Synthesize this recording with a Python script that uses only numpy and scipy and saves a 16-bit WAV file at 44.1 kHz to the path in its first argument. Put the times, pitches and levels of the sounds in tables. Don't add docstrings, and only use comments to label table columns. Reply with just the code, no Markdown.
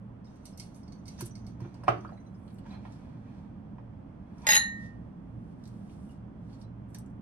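import sys
import numpy as np
from scipy import signal
from scipy.fft import rfft, irfft
from scipy.io import wavfile
from scipy.ndimage import uniform_filter1d

SR = 44100
rng = np.random.default_rng(int(sys.argv[2]) if len(sys.argv) > 2 else 0)


def makeup_ratio(level_db):
    decades = np.asarray(level_db, float) / 20
    return 10 ** decades


def int16_out(signal):
    q = np.round(np.clip(np.atleast_2d(signal).T, -1, 1) * 32767)
    wavfile.write(sys.argv[1], SR, q.astype(np.int16))


N = 317961

# start in seconds, effort in dB,
# fine grains against coarse in dB, seconds to lose 20 dB (the sign does not matter).
JOLTS = [(0.002, -94.5, 5.5, 0.6), (0.25, -71, -10, 1.9), (0.459, -58, 3.5, 0.1), (0.59, -55, 3, 0.15),
         (0.76, -65.5, 6.5, 0.08), (0.86, -72, -14, 0.1), (0.925, -70, -4, 0.2), (1.07, -56, -5, 0.22),
         (1.191, -48, -16, 0.09), (1.209, -46, 3, -0.03), (1.26, -54, 10, 0.03), (1.37, -64.5, -4.5, 0.1),
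         (1.47, -63, -7, 0.1), (1.6, -68.5, -18, .5), (1.75, -72, -8, -0.2), (1.84, -73, -16.5, -0.08),
         (1.886, -53.5, -29, -0.04), (1.95, -68.5, -27.5, 0.3)]


def vase():
    # time in seconds, blow in dB, share of dull base contact in dB.
    bounces = [(4.4675, -13.5, 3), (4.488, -9.5, 2.5), (4.5035, -12.5, 2.5), (4.5203, -11.5, -0.5),
               (4.5323, -12.5, 1), (4.5434, -16, -1.5), (4.5522, -11.5, -1), (4.5564, -15.5, -1.5),
               (4.5644, -11.5, -3), (4.5742, -21, -9.5)]
    low_hz = [1450, 1817, 1835, 1929, 1933, 3800, 4012, 4039, 5380, 6597, 6641, 6690, 7640, 8390, 9405]
    high_hz = [9800, 9900, 10300, 10655, 10900, 11300, 11670, 12000, 12720, 13600, 14220, 14500]
    # level in dB, time to fade by 60 dB in seconds.
    wall_fades = [(-25, 0.24), (-12.5, 0.18), (-13.5, 0.66), (-9.5, 0.75), (-28, 0.3), (-13.5, 0.277),
                  (-17.5, 0.24), (-15.5, 0.28), (-32.5, .07), (-9, 0.1), (0, 0.2), (-6.5, 0.28),
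                  (-34, 0.12), (-22, .2), (-28, 0.18), (-16.5, 0.064), (-22, 0.13), (-11.5, 0.097),
                  (-20.5, 0.21), (-20.5, 0.068), (-24, .08), (-13.5, .12), (-14, 0.07), (-15, 0.13),
                  (-9.5, 0.063), (-11.5, .12), (-27, .06)]
    opposed_hz = [1817, 1835, 3800, 6597, 6641, 6690, 8390, 9800, 10300, 10900, 11670, 12720, 14220]
    # pitch in Hz, level in dB, 60 dB fade in seconds.
    base_modes = [(547, -17, .04), (657, -15, .03), (818, -7.5, 0.063), (874.6, -4.5, .045),
                  (1130, -4.5, 0.015), (1574, -5, .02), (1774, -6, 0.09), (1861, -2.5, 0.1),
                  (1985, -8, .08), (2025, -7.5, .08), (2400, -17, 0.03), (2756, 2, .02), (2767, 3.5, 0.026),
                  (2850, -4, 0.016), (2217, -12.5, .05), (2824, -7, 0.025), (3300, -10, 0.015),
                  (3630, -7.5, 0.035), (4400, -10.5, 0.021), (5030, -13.5, 0.039), (4940, -10, 0.044),
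                  (6600, -13.5, .02), (7670, -13.5, .03), (8200, -19, 0.038)]

    s, db, dull_db = np.transpose(bounces)
    walls = np.column_stack([low_hz + high_hz, wall_fades])
    opposed = np.isin(walls[:, 0], opposed_hz)
    grip = makeup_ratio(np.interp(np.arange(N) / SR, [4.89, 4.95], [0, -9]))
    alike = grip * ring(s, db - 12.0, walls[~opposed], scatter_db=7.0)
    apart = grip * ring(s, db - 12.0, walls[opposed], scatter_db=7.0)

    bases = ring(s, db + dull_db - 12.5, base_modes, scatter_db=3.0)
    crack = bursts(s, db + dull_db - 7.5, np.full(len(s), 2800.), t60=0.014)
    crack += bursts(s, db - 15.0, np.full(len(s), 9500.), t60=0.017)
    struck = band(bases + crack + makeup_ratio(-7.5) * (alike + apart), 190, 20000)
    clack = room(struck, direct_db=1.5, wet_db=-2, lag=16, pan_db=1.0)
    direct_ring = alike + np.array([np.roll(apart, shift=1), -apart])
    return clack + makeup_ratio(np.array([[1.5], [0]])) * direct_ring


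def thud():
    # time in seconds, level in dB.
    rim_taps = [
        (1.835, -50),
        (2.0481, -44),
        (2.0914, -49),
    ]
    s, db = np.transpose(rim_taps)
    land = ring([1.8808], -21, [(1060, -0.5, 0.015), (625, -16.0, 0.012), (2600, -19, 0.0055)], scatter_db=3)
    return land + ring(s, db, [(1300, 7.0, .012), (940, 5, .012), (2450, -21, .01)], scatter_db=1)


def counter():
    # time in seconds, blow in dB, pitch of the object in Hz, level of its note in dB.
    knocks = [(1.186, -44.5, 890, -23), (1.207, -36.5, 2600, -18), (1.602, -46, 1500, -7),
              (1.647, -51, 1400, -4), (1.749, -51.5, 1024, -5), (1.835, -39.5, 942, -17),
              (1.88, -9.5, 1250, -31), (2.048, -40, 1300, -6), (2.092, -42.5, 1200, -6),
              (2.12, -50.5, 694, 8), (2.175, -58.5, 2050, -4.5), (2.653, -48, 890, -19),
              (2.85, -44, 1030, -10), (3.782, -46, 977, -2), (6.947, -48, 1700, -6)]
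    # pitch in Hz, level in dB, 60 dB fade in seconds.
    slab_modes = [(211, -12.5, 0.052), (312, -5, 0.049), (434, -7.5, 0.046), (562, -0.5, 0.044),
                  (723, 0, 0.027), (910, 0.5, 0.02), (1070, 4, 0.013), (1234, -1.5, 0.023),
                  (1500, 2, 0.0093), (1827, 1, 0.0088), (2100, -7.5, 0.0072), (2706, -2.5, 0.0097),
                  (3030, -7.5, 0.0046), (4460, -40, .008), (5180, -11, 0.012), (8700, -22, .008)]
    s, db, note_hz, note_db = np.transpose(knocks)
    out = ring(s, db - 8, slab_modes, scatter_db=3.5)
    out += bursts(s, db - 7.5, np.full(len(s), 1600.), t60=0.02)
    for k in range(len(s)):
        note = ring(s[k:k + 1], db[k] + 10.5, [(note_hz[k], note_db[k], .012)], scatter_db=4.0)
        out -= band(note, note_hz[k] / 1.37, note_hz[k] * 1.26)
    return band(out, 210, 3500)


def slide():
    # time of the peak in seconds, level in dB, seconds to gain 20 dB, seconds to lose 20 dB.
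    drags = [(1.614, -58.5, 0.02, 0.07), (1.655, -62, 0.08, 0.06), (1.86, -68, 0.4, 0.4),
             (1.881, -41.5, 0.02, 0.07), (2.49, -76, -0.5, -0.5), (2.661, -48, 0, 0.01),
             (2.73, -53, 0.07, 0.09), (2.852, -55, 0.03, 0.07), (3.05, -66.5, 0.6, 0.4),
             (3.27, -66, 0.1, .5), (4.43, -65, 0.3, -0.16), (4.466, -47, 0.05, 0.07),
             (2.06, -64, 0.7, 0.06), (2.125, -62, 0, 0)]
    # pitch in Hz, level in dB, 60 dB fade in seconds.
    tumbler_modes = [(977, -1.5, 0.01), (1300, 1, 0.0032), (1750, -7.5, .008), (2250, -5.5, 0.0085),
                     (3220, -10, 0.0062), (4100, -18, 0.0057), (5300, -24.5, 0.0064), (8700, -19.5, .012),
                     (12700, -24.5, .012)]
    grains = grit(4.5)
    body = unit(sum(makeup_ratio(db) * resonate(grains, hz, t60) for hz, db, t60 in tumbler_modes))
    return body * swells(*np.transpose(drags))


def trinkets():
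    # time in seconds, peak in dB, snap against ring in dB.
    ticks = [(0.2437, -60, -19), (0.3563, -67.5, 8.5), (0.454, -46.5, 8), (0.5758, -47.5, 3),
             (0.597, -34.5, 0), (0.744, -54.5, 1), (0.8309, -59, -2.5), (0.8784, -53, -22),
             (0.9217, -49, -7), (1.055, -48.5, -4), (1.0794, -38.5, -6), (1.209, -39, 0),
             (1.3527, -42.5, -20), (1.444, -67, -5), (1.465, -48, -5.5), (1.6036, -58, 2),
             (1.7415, -52.5, -3.5), (1.836, -54.5, 5), (1.8838, -39.5, -13), (2.0063, -60, -7)]
    # pitch in Hz, level in dB, 60 dB fade in seconds.
    tick_modes = [(2165, 0.5, 0.03), (4470, 7.5, 0.02), (5095, 7, 0.027), (5990, 10, 0.01),
                  (8160, 0.5, 0.012), (8530, 5.5, 0.015), (11400, -4, 0.011), (13560, -9, .01)]
    # time in seconds, peak
    # in dB, pitch in Hz.
    pings = [(0.253, -57, 5230), (0.27, -60, 3800), (0.9218, -56.5, 4470), (1.079, -51, 4650),
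             (0.4558, -51, 5950), (0.5281, -57, 5310), (0.575, -52.5, 5940), (0.595, -58, 4530),
             (0.7431, -57, 6320), (0.8309, -59, 5270), (0.877, -60, 4520), (0.9216, -57, 6150),
             (0.979, -64, 6000), (1.078, -49, 5990), (1.1786, -53, 5257), (1.3075, -48, 5950),
             (1.3527, -82, 4470), (1.444, -61, 5945), (1.9704, -60, 4550), (2.006, -54.5, 6060),
             (2.076, -59, 4680), (2.1291, -63, 4100), (2.2624, -65, 4020), (2.172, -63, 4020),
             (2.132, -63, 6160), (2.2, -64, 6020), (2.262, -66, 5990), (2.342, -68, 6150),
             (2.345, -68, 5120), (2.706, -51, 3950), (2.74, -53, 4180), (2.79, -64.5, 4220),
             (2.875, -66, 4200), (2.925, -69, 4170), (2.924, -61, 5400), (6.092, -58, 2860),
             (0.621, -51, 4400), (6.53, -61, 4380), (6.6384, -63, 4020)]
    # pitch in Hz, level in dB, 60 dB fade in seconds.
    jingle_modes = [(4020, -15, .06), (4470, -6.5, 0.037), (5243, -9.5, 0.046), (5950, 1, 0.043),
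                    (6060, 3, 0.052)]

    s, db, snap_db = np.transpose(ticks)
    out = bursts(s, db + snap_db - 2, np.full(len(s), 8000.), t60=0.015)
    out += ring(s, db - 16.5, tick_modes, scatter_db=0.5)

    t = np.arange(4096) / SR
    ping_fade = np.exp(-np.log(1000) * t / 0.067)
    for start, peak_db, hz in pings:
        i = int(start * SR)
        out[i:i + len(t)] += makeup_ratio(peak_db - 6.5) * np.sin(2 * np.pi * hz * t) * ping_fade

    jingle = np.zeros(N)
    for hz, level_db, t60 in jingle_modes:
        jingle += makeup_ratio(level_db + 2.5 * walk(2.5)) * resonate(grit(4.5), hz, t60)
    s, db, _, rise_s, fall_s = moves()[:, :len(JOLTS)]
    return band(out + unit(jingle) * swells(s, db - 11, rise_s, fall_s), 1400, 12500)


def snaps():
    # time in seconds, peak in dB, centre in Hz.
    dry_cracks = [(2.478, -53, 3400), (2.5286, -61, 12000), (2.5436, -55.5, 11000), (2.584, -47.5, 3000),
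                  (2.502, -54, 3400), (2.652, -60, 2600), (2.866, -63, 5200), (2.587, -58, 8900),
                  (2.556, -66, 7000), (2.711, -56, 3400), (2.9217, -53, 5500), (4.382, -56, 6000),
                  (4.4186, -50, 4900), (5.316, -60.5, 1200), (5.637, -51.5, 4910), (5.6545, -48.5, 6200),
                  (5.674, -50.5, 5200), (5.8955, -53, 2600), (5.676, -52, 10000), (5.639, -58, 9490),
                  (6.9032, -62, 9000), (6.9456, -43, 2500), (6.9856, -53, 4020), (6.03, -70, 10530),
                  (6.09, -62.5, 9000), (6.4975, -56.5, 3220), (6.5294, -55, 4310), (6.614, -50, 4040),
                  (6.9463, -37.5, 5170), (6.985, -42, 10540), (7.06, -57.5, 7700), (7.4, -62.5, 9000),
                  (7.0994, -66, 7500)]
    # time in seconds, peak in dB.
    sharp_cracks = [(0.4549, -46), (0.574, -43), (1.076, -70), (1.208, -27.5), (1.261, -40), (1.8369, -65),
                    (2.589, -65), (5.676, -64), (6.9455, -39.5), (6.959, -62.5), (6.9838, -62)]
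    out = bursts(*np.transpose(dry_cracks), t60=0.013, spread=1.4) * makeup_ratio(4.5)
    s, db = np.transpose(sharp_cracks)
    return out + bursts(s, db + 7.0, np.full(len(s), 14000.), t60=0.0081)


def rustle():
    s, db, fine_db, rise_s, fall_s = moves()
    coarse = unit(band(grit(3.0), 2400, 7200)) * makeup_ratio(-6.0 + 0.83 * walk(30))
    fine = unit(band(grit(4.5), 7500, 11000)) * makeup_ratio(-3.0 + 2.0 * walk(24))
    fine_fall_s = fall_s / 1.4
    return coarse * swells(s, db, rise_s, fall_s) + fine * swells(s, db + fine_db, rise_s, fine_fall_s)


def moves():
    # time of the peak in seconds, effort in dB,
    # fine grains against coarse in dB, seconds to gain 20 dB, seconds to lose 20 dB.
    strokes = [(2.485, -81, -29, 2.3, -3), (2.548, -87, 10, -0.5, 0), (2.59, -84, 11, -0.46, 0),
               (2.665, -71, -20, .01, 0.1), (2.72, -61, -25, 0.15, 0.05), (2.855, -68, -22, 0.2, -0.03),
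               (2.87, -76, -20, .02, 0.5), (2.925, -66, -9, 0.1, 0.35), (3.39, -71, -19, .5, -0.14),
               (4.1, -90, -23, -1, 0.7), (4.42, -65.5, -4.5, 0.1, 0.7), (4.68, -69.5, -13.5, 0.5, 0.3),
               (4.855, -62, -20.5, 0.33, 0.08), (4.8, -81, 3, 0.6, 0.3), (5.53, -75, -6, 0.4, 0),
               (5.675, -71, -6.5, 0.19, 0.4), (5.76, -76, -13, 0.4, 0.5), (5.91, -65.5, -2.5, 0.08, 0.15),
               (6.05, -72, 1, -0.57, 0.17), (6.11, -67, -2, -0.03, 0.1), (6.545, -63.5, -11, 0.16, 0.05),
               (6.625, -63, -6, 0.08, 0.02), (6.89, -86, 11.5, 0.02, 0.4), (6.951, -57, 1, 0.02, 0.02),
               (2.13, -94.5, 15, -0.7, 0.4)]
    s, db, fine_db, fall_s = np.transpose(JOLTS)
    rise_s = np.full(len(s), 0.017)
    return np.vstack([np.column_stack([s, db, fine_db, rise_s, fall_s]), strokes]).T


def cabinet():
    # time in seconds, level in dB, share of the panel in dB.
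    thumps = [
        (1.224, -29, -14),
        (1.616, -26.5, -18.5),
        (1.654, -30, -16.5),
        (1.79, -36.5, -22),
        (1.886, -23, -22),
    ]
    # pitch in Hz, level in dB, 60 dB fade in seconds.
    cabinet_modes = [(119.3, -2, 0.23), (191.7, -11.5, 0.059)]
    s, db, panel_db = np.transpose(thumps)
    body = ring(s, db - 0.5, cabinet_modes, scatter_db=3.5)
    panel = ring(s, db + panel_db + 6.0, [(344.5, 0.0011, 0.11)], scatter_db=2.5)
    return band(body + panel, 120, 477)


def hum():
    # frequency in Hz, level in dB per Hz.
    tone_colour = [(12, -42), (20, -14), (87, -2.5), (147, -3.5), (205, -3), (286, -7.5), (398, -19),
                   (555, -19.5), (994, -25.5), (2550, -44.5), (3270, -48.5), (3860, -56), (10500, -63.5),
                   (11700, -70), (15000, -80)]
    # resonance of the room in Hz, width in Hz, lift in dB.
    room_modes = [(64.4, 16, 5), (115.5, 5, 14), (195, 52, 6.5), (271, 18, 3), (3340, 57, 6)]
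    # time in seconds, level of the drone in dB.
    drone_level = [(0.0, -49), (0.76, -48), (1.16, -45), (1.81, -45.5), (2.39, -47), (2.87, -44),
                   (3.45, -46), (4.72, -45), (5.02, -44.5), (5.74, -45), (7.21, -46)]

    hz = np.maximum(np.arange(N // 2 + 1) * SR / N, 1)
    colour_hz, colour_db = np.transpose(tone_colour)
    db = np.interp(np.log(hz), np.log(colour_hz), colour_db)
    for centre_hz, width, lift_db in room_modes:
        db = db + lift_db / (1 + (2 * (hz - centre_hz) / width) ** 2)
    air = irfft(rfft(pair(N + N % 2)[:, :N]) * makeup_ratio(db), N)
    air[1] = np.roll(air[1], shift=12)
    low = signal.sosfiltfilt(signal.butter(2, 450, fs=SR, output="sos"), air)
    scale = 1 / np.sqrt(np.mean(low ** 2))
    swell_db = np.interp(np.arange(N) / SR, *np.transpose(drone_level))
    drone = low * makeup_ratio(swell_db + 0.32 * walk(3.6))
    hiss = (air - low) * makeup_ratio(-42.5 + 0.2 * walk(10))
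    return scale * (drone + hiss)


def room(x, direct_db, wet_db, lag, pan_db, lasts=1):
    # frequency in Hz, time for echoes to fade by 60 dB in seconds.
    echo_fades = [(150, 0.68), (700, 0.26), (3000, 0.26), (9000, 0.16), (15000, 0.047)]
    t = np.arange(SR // 2) / SR
    hz, s, cells = signal.stft(pair(len(t)), SR, nperseg=512)
    fade_hz, fade_s = np.transpose(echo_fades)
    t60 = lasts * np.interp(np.log(hz + 1), np.log(fade_hz), fade_s)
    fading = cells / np.abs(cells) * np.exp(-np.log(1000) * s / t60[:, None])
    tail = signal.istft(fading, nperseg=512)[1][:, :len(t)] / 37
    early = 1 + 2.64 * np.exp(-t / 0.0073)
    echo = makeup_ratio(wet_db - 27.0) * tail * early * (1 - np.exp(-t / 0.0023))
    spectrum = rfft(echo, SR)
    power = np.abs(spectrum) ** 2
    fine = uniform_filter1d(power, size=90) + 1e-12
    broad = uniform_filter1d(power, size=1200) + 1e-12
    echo = irfft(spectrum * np.sqrt(broad / fine), SR)[:, :len(t)] * (1 - np.exp(-t / .0005))
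    echo[0] *= makeup_ratio(pan_db)
    echo[0, 25 + lag] += makeup_ratio(direct_db + pan_db)
    echo[1, 25] += makeup_ratio(direct_db)
    return signal.fftconvolve(x[None], echo)[:, :N]


def pair(size):
    both, left, right = rfft(rng.standard_normal((3, size)))
    alike = 1 / (1 + (np.arange(len(both)) * SR / size / 355) ** 4)
    return irfft(np.sqrt(alike) * both + np.sqrt(1 - alike) * np.array([left, right]), size)


def ring(times, blow_db, modes, scatter_db):
    chance = rng.standard_normal((len(times), len(modes)))
    at = (np.array(times) * SR).astype(int)
    out = np.zeros(N)
    for k, (hz, db, t60) in enumerate(modes):
        end = min(at[-1] + int(2 * t60 * SR) + 512, N)
        blows = np.zeros(end - at[0])
        blows[at - at[0]] = makeup_ratio(blow_db + db + scatter_db * chance[:, k])
        out[at[0]:end] += (-1) ** k * resonate(blows, hz, t60)
    return out


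def resonate(x, hz, t60):
    pole = np.exp(2j * np.pi * hz / SR - np.log(1000) / (max(t60, .004) * SR))
    return signal.lfilter([1], [1, -pole], x).imag


def bursts(times, peak_db, centre_hz, t60, spread=1.83):
    out = np.zeros(N)
    t = np.arange(2048) / SR
    noise = rng.standard_normal((len(times), len(t))) * np.exp(-np.log(1000) * t / t60)
    for s, db, hz, crack in zip(times, peak_db, centre_hz, noise):
        i = int(s * SR)
        out[i:i + len(t)] += makeup_ratio(db) * band(crack, hz / spread, hz * spread)[:N - i]
    return out


def grit(spread_db):
    return rng.standard_normal(N) * makeup_ratio(spread_db * np.minimum(rng.exponential(size=N), 4))


def swells(times, peak_db, rise_s, fall_s):
    t = np.arange(0, N + 32, 32) / SR
    late = t - np.array(times)[:, None]
    span = np.where(late < 0, -np.abs(rise_s)[:, None], np.abs(fall_s)[:, None])
    power = np.sum(makeup_ratio(peak_db[:, None] - 20 * late / span) ** 2, axis=0)
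    return np.interp(np.arange(N) / SR, t, np.sqrt(power))


def walk(rate):
    k = int(SR / rate)
    return uniform_filter1d(np.repeat(rng.standard_normal(N // 500), k)[:N], k)


def band(x, lo_hz, hi_hz):
    return signal.sosfilt(signal.butter(2, [lo_hz, min(hi_hz, .45 * SR)], "band", fs=SR, output="sos"), x)


def unit(x):
    return x / np.sqrt(np.mean(x ** 2))


def scene():
    near = vase()
    slab = room(counter() + slide(), direct_db=-5.5, wet_db=0.5, lag=2, pan_db=-0.2)
    shaken = room(trinkets(), direct_db=-1.5, wet_db=3.5, lag=4, pan_db=-1.1)
    rubbed = room(snaps() + rustle(), direct_db=-3.5, wet_db=-1.0, lag=4, pan_db=-0.3)
    mix = near + slab + shaken + rubbed + cabinet() + hum() + thud()
    left_db = -2.5
    return mix * makeup_ratio(np.array([[left_db], [-left_db]]) / 2)


def band_limit(x):
    return signal.sosfilt(signal.butter(12, 15820, fs=SR, output="sos"), x)


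def record(dry):
    # frequency in Hz, level of both microphones in dB.
    mic_colour = [(3000, 0.5), (6000, 0), (7100, -5.5), (8200, -0.5), (11000, -2.5), (13500, -7.5),
                  (15000, -12.5), (15700, -26)]
    # frequency in Hz, left microphone against right in dB.
    left_against_right = [(60, -1), (350, 1), (750, -2), (1500, 1), (3000, -0.5), (6000, -2), (10000, 2.5)]
    f = np.arange(N // 2 + 1) * SR / N
    hz, db = np.transpose(mic_colour)
    colour = makeup_ratio(np.interp(np.log(f + 1), np.log(hz), db))
    tilt_db = np.interp(f, *np.transpose(left_against_right))
    colour = colour * makeup_ratio(tilt_db * np.array([[.5], [-.5]]))
    heard = irfft(rfft(dry) * colour, N)
    top_cut = signal.ellip(8, .2, 70, 15700, fs=SR, output="sos")
    return band_limit(signal.sosfilt(top_cut, heard))


dry = scene()
out = record(dry)
int16_out(out)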